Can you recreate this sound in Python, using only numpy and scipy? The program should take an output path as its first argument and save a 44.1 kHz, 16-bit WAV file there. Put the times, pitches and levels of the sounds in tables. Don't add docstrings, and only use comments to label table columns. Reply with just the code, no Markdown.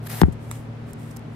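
import sys
import numpy as np
from scipy import signal
from scipy.fft import rfft, irfft
from scipy.io import wavfile

SR = 44100
rng = np.random.default_rng(int(sys.argv[2]) if len(sys.argv) > 2 else 0)


def unload_audio(sound):
    columns = np.transpose(np.atleast_2d(sound))
    steps = np.round(np.clip(columns, -1, 1) * 32767)
    wavfile.write(sys.argv[1], SR, steps.astype(np.int16))


N = 59535

# pitch in Hz, average level in dB.
FAN_TONES = [(113.5, -38), (151, -44), (231.5, -47.5), (403.7, -62)]
# time in seconds, level in dB.
SLIDE_LEVELS = [(0, -81), (.035, -54.5), (.055, -51), (.072, -35), (0.08, -54.5), (0.091, -45),
                (0.098, -36.5), (.122, -34), (0.149, -37.5), (.175, -36), (0.202, -37.5), (0.218, -30.5),
                (.228, -62.5), (.25, -70)]
# start, rise, hold and fade times in seconds, then level in dB.
STROKES = [(0.247, 0.0114, 0.0137, 0.045, -60), (0.318, 0.0079, 0.00217, 0.0174, -51),
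           (0.386, 0.0486, 0.083, 0.00853, -59), (0.508, 0.00166, 0.0183, 0.0253, -47),
           (0.532, 0.0138, 0.0269, 0.077, -51.5), (0.853, 0.0454, 0.0128, 0.0137, -56.5),
           (0.97, 0.027, 0.131, 0.053, -58), (1.293, 0.039, 0.0095, 0.0194, -66)]
# start in seconds, strength in dB, fade time in seconds, low cut in Hz.
CRACKLES = [(0.2163, -31.5, 0.00188, 1500), (0.9328, -36, 0.0013, 6980), (1.032, -52, 0.00108, 6000),
            (1.110, -48.5, 0.00335, 2000), (1.1635, -42, 0.00176, 4000), (1.1687, -35.5, 0.00129, 4000),
            (1.1932, -51, 0.0012, 5000)]
# pitch in Hz, relative level in dB, seconds to fade by 60 dB.
EDGE_TONES = [(1304, -1, 0.019), (2306, 2, 0.0136), (3720, -5.5, 0.0078), (5700, -6.5, 0.0027),
              (7550, 2.5, 0.0068), (8120, 1, 0.0091), (11440, -7, 0.0046), (12900, -14, .003)]
# start in seconds, level in dB, dB by which the left is louder.
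PUSHES = [(0.2314, -4, 4.5), (0.2849, -21, 8)]
# start in seconds, peak in dB, high cut in Hz, seconds a 100 Hz
# wave takes to arrive, extra seconds on the right, dB by which the bass is louder on the left.
EDGE_SLAP = (0.21576, 0.514, 15700, .008, 0.00052, 7.6)
FACE_THUDS = [(0.2336, 1, 2100, 0.002537, 0.000935, 7.3), (.2820, -7.5, 476, 0.00212, 0.001144, 11)]

# frequency in Hz, relative level in dB.
AIR_COLOUR = [(15, -40.5), (25, -54), (43, -14), (82, -11.5), (97, -10), (117, -5.5), (180, -12.5),
              (223, -10.5), (270, -12), (309, -13.5), (344, -22), (384, -15.5), (427, -17), (1290, -28),
              (2050, -32), (12900, -60.5), (16000, -83.5)]
SLIDE_COLOUR = [(290, -41), (500, -9), (769, -2.5), (1090, -9), (1290, -6.5), (1770, -2), (2930, -10.5),
                (3190, -9.5), (7030, -12.5), (12300, -7), (14600, -8.5), (15500, -30)]
STROKE_COLOUR = [(200, -32), (900, 4.5), (2200, 3.5), (4500, -4), (8300, 3.5), (10500, 0), (12500, 0),
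                 (15500, -11.5)]
CRACKLE_COLOUR = [(400, -34.5), (2000, -8), (4000, -9.5), (5500, -3.5), (8200, -1.5), (9500, -2),
                  (10700, -12.5), (12500, -3), (15500, -16)]
SLAP_COLOUR = [(30, -33), (90, -10.5), (165, 10), (240, -1), (360, 2), (600, -14.5), (820, -5), (1000, -7),
               (1300, -20), (1850, -15), (2300, -32), (3500, -25.5), (6000, -36.5), (14000, -49)]
THUD_COLOUR = [(20, -16), (45, -7.5), (75, -16.5), (115, -7), (190, -3), (260, -6.5), (400, -12),
               (600, -35.5), (800, -16.5), (1100, -23.5), (1450, -26.5), (1950, -27), (2500, -50.5),
               (6000, -68)]
# frequency in Hz, dB by which the left is louder.
AIR_PAN = [(60, 3.5), (400, -0.5), (2400, 1.5), (14000, 0)]
SLIDE_PAN = [(700, 17), (2400, 3), (4400, 4.5), (8100, -4.5), (14000, -.5)]
WRAP_PAN = [(1000, -4.5), (4400, 6.5), (8100, -6.5), (14000, -1)]
# frequency in Hz, likeness from 0 (unrelated) to 1 (the same).
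AIR_LIKENESS = [(60, 1), (130, 0.918), (290, 0.755), (640, 0.281), (1400, 0.05), (7000, 0.093),
                (14000, 0.82)]
WRAP_LIKENESS = [(500, 0.43), (3000, 0.506), (7000, 0.15), (12500, 0.49)]
# frequency in Hz, seconds to fade by 60 dB.
BIN_FADE = [(60, 0.154), (300, 0.258), (800, 0.043), (2000, 0.055), (10000, 0.0816)]
SHOP_FADE = [(100, 0.96), (2000, 0.22), (12000, .25)]


def amp(db):
    return 10 ** (np.asarray(db) / 20)


def evened(x):
    return x / np.sqrt(np.mean(x ** 2) + 1e-20)


def read(table, hz):
    row_hz, value = np.transpose(table)
    return np.interp(np.log(hz + 1), np.log(row_hz + 1), value)


def add(mix, start, sound):
    part = mix[:, max(round(start * SR), 0):][:, :sound.shape[1]]
    part += sound[:, :part.shape[1]]


def causal(gain):
    log_gain = np.log(np.maximum(np.concatenate([gain, gain[-2:0:-1]]), 1e-5))
    return np.exp(np.conj(signal.hilbert(log_gain)))[:len(gain)]


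def coloured(pair, colour, likeness, pan, size=4096):
    hz, fine_hz = np.fft.rfftfreq(size, 1 / SR), np.fft.rfftfreq(N, 1 / SR)
    shared, opposed = rfft(pair)
    turn = np.arccos(np.clip(read(likeness, fine_hz), -1, 1)) / 2
    pair = irfft([shared * np.cos(turn) + side * opposed * np.sin(turn) for side in (1, -1)], N)
    gains = [amp(read(colour, hz) + side * read(pan, hz) / 2) for side in (1, -1)]
    filters = np.array([irfft(causal(gain)) for gain in gains])
    return signal.fftconvolve(pair, evened(filters) / np.sqrt(size), axes=1)[:, :N]


def wander(rate_hz):
    keep_slow = np.exp(-(np.fft.rfftfreq(N, 1 / SR) / rate_hz) ** 2)
    return evened(irfft(rfft(rng.standard_normal(N)) * keep_slow, N))


def friction(slips_per_s, spread_db=3):
    size = amp(spread_db * np.minimum(rng.exponential(1, (2, N)), 5))
    return evened(size * rng.choice([-1, 1], (2, N)) * (rng.random((2, N)) < slips_per_s / SR))


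def ventilation(waver_hz=7):
    t, hum = np.arange(N) / SR, np.zeros(N)
    for hz, db in FAN_TONES:
        level = amp(db) * np.sqrt(2) * (1 + 0.249 * wander(waver_hz))
        phase = 2 * np.pi * (hz * t + rng.random()) + 0.207 * wander(waver_hz)
        hum += level * np.sin(phase)
    air = coloured(rng.standard_normal((2, N)), AIR_COLOUR, AIR_LIKENESS, AIR_PAN)
    return hum * amp([[.5], [-.5]]) + amp(-39.5) * air


def echoes(sound, fade_times, size=256):
    hz, t, noise = signal.stft(rng.standard_normal((2, SR // 2)), SR, nperseg=size)
    fade = amp(-60 * t / read(fade_times, hz)[:, None])
    fade /= np.sqrt((fade ** 2).sum(1, keepdims=True) * size / 2)
    tail = signal.istft(noise * fade, SR, nperseg=size)[1]
    return signal.fftconvolve(sound, tail, axes=1)[:, :N]


def finger_strokes():
    t, level = np.arange(N) / SR, np.zeros(N)
    for start, rise, hold, fade, db in STROKES:
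        swell = np.clip((t - start) / rise, 0, 1)
        level += amp(db) * swell * np.exp(-2 * np.maximum(t - start - rise - hold, 0) / fade)
    return coloured(level * friction(slips_per_s=7000), STROKE_COLOUR, WRAP_LIKENESS, WRAP_PAN)


def wrap_crackles():
    t, out = np.arange(N) / SR, np.zeros((2, N))
    for start, db, fade, low_hz in CRACKLES:
        level = amp(db) * (t >= start) * np.exp(-((t - start) / fade / 2) ** 2)
        low_cut = signal.butter(2, low_hz, "high", fs=SR, output="sos")
        out += signal.sosfilt(low_cut, level * rng.standard_normal((2, N)))
    return coloured(out, CRACKLE_COLOUR, WRAP_LIKENESS, WRAP_PAN)


def nail_tap(start=.5133, peak_db=-16.5, contact_s=0.00155, size=2048):
    t, out = np.arange(size) / SR, np.zeros((2, N))
    sides = np.array([[.5], [-.5]])
    ring = sum(amp(db - 60 * t / fade + sides * read(WRAP_PAN, hz)) * np.sin(2 * np.pi * hz * t)
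               for hz, db, fade in EDGE_TONES)
    scrape = 0.2136 * rng.standard_normal((2, size)) * np.exp(-(t / contact_s) ** 2)
    click = t == 0
    sound = signal.fftconvolve(ring, click + scrape, axes=1)
    add(out, start, amp(peak_db) * sound / abs(sound).max())
    return out


def sleeve_slide():
    level = amp(np.interp(np.arange(N) / SR, *np.transpose(SLIDE_LEVELS), right=-np.inf))
    return coloured(level * friction(slips_per_s=6400), SLIDE_COLOUR, WRAP_LIKENESS, SLIDE_PAN)


def stack_sway(start_hz=79.7, sink_hz_per_s=351, swell_s=0.00964, right_lag_s=0.00341):
    t, out = np.arange(SR // 6) / SR, np.zeros((2, N))
    hz = np.maximum(start_hz - sink_hz_per_s * t, start_hz / 2)
    level = t / swell_s * np.exp(1 - t / swell_s)
    left = level * np.sin(2 * np.pi * np.cumsum(hz) / SR)
    right = np.interp(t - right_lag_s, t, left)
    for start, db, pan_db in PUSHES:
        add(out, start, amp(db) * np.array([left, amp(-pan_db) * right]))
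    return out


def blow(colour, peak_db, high_hz, lag_s, right_lag_s, pan_db, size=16384):
    hz = np.fft.rfftfreq(size, 1 / SR) + 1
    gain = amp(read(colour, hz)) / np.sqrt(1 + (hz / high_hz) ** 8)
    right_gain = gain * amp(-pan_db / (1 + (hz / 5000) ** 2))
    slowness = 100 / np.maximum(hz, 40)
    turns = np.cumsum(slowness) * SR / size
    left = irfft(causal(gain) * np.exp(-2j * np.pi * turns * lag_s))
    right = irfft(causal(right_gain) * np.exp(-2j * np.pi * turns * (lag_s + right_lag_s)))
    return amp(peak_db) * np.array([left, right]) / abs(left).max()


def sleeve_landing(lead_samples=512):
    out = np.zeros((2, N))
    for colour, rows in (SLAP_COLOUR, [EDGE_SLAP]), (THUD_COLOUR, FACE_THUDS):
        for start, *settings in rows:
            sound = np.roll(blow(colour, *settings), lead_samples, axis=1)
            soft_ends = signal.windows.tukey(sound.shape[1], lead_samples / sound.shape[1])
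            add(out, start - lead_samples / SR, sound * soft_ends)
    return out


def scene():
    near = sleeve_landing() + stack_sway() + sleeve_slide()
    near += finger_strokes() + wrap_crackles() + nail_tap()
    bin_echo = amp(-14.5) * echoes(near, BIN_FADE)
    shop_echo = amp(-31.5) * echoes(near, SHOP_FADE)
    return near + bin_echo + shop_echo + ventilation()


def record(dry, ceiling=.95, top_hz=15900):
    rounded = dry / (1 + abs(dry / ceiling) ** 6) ** (1 / 6)
    high_cut = signal.firwin(255, top_hz, window=("kaiser", 9), fs=SR)
    return signal.oaconvolve(rounded, high_cut[None], "same")


dry = scene()
out = record(dry)
unload_audio(out)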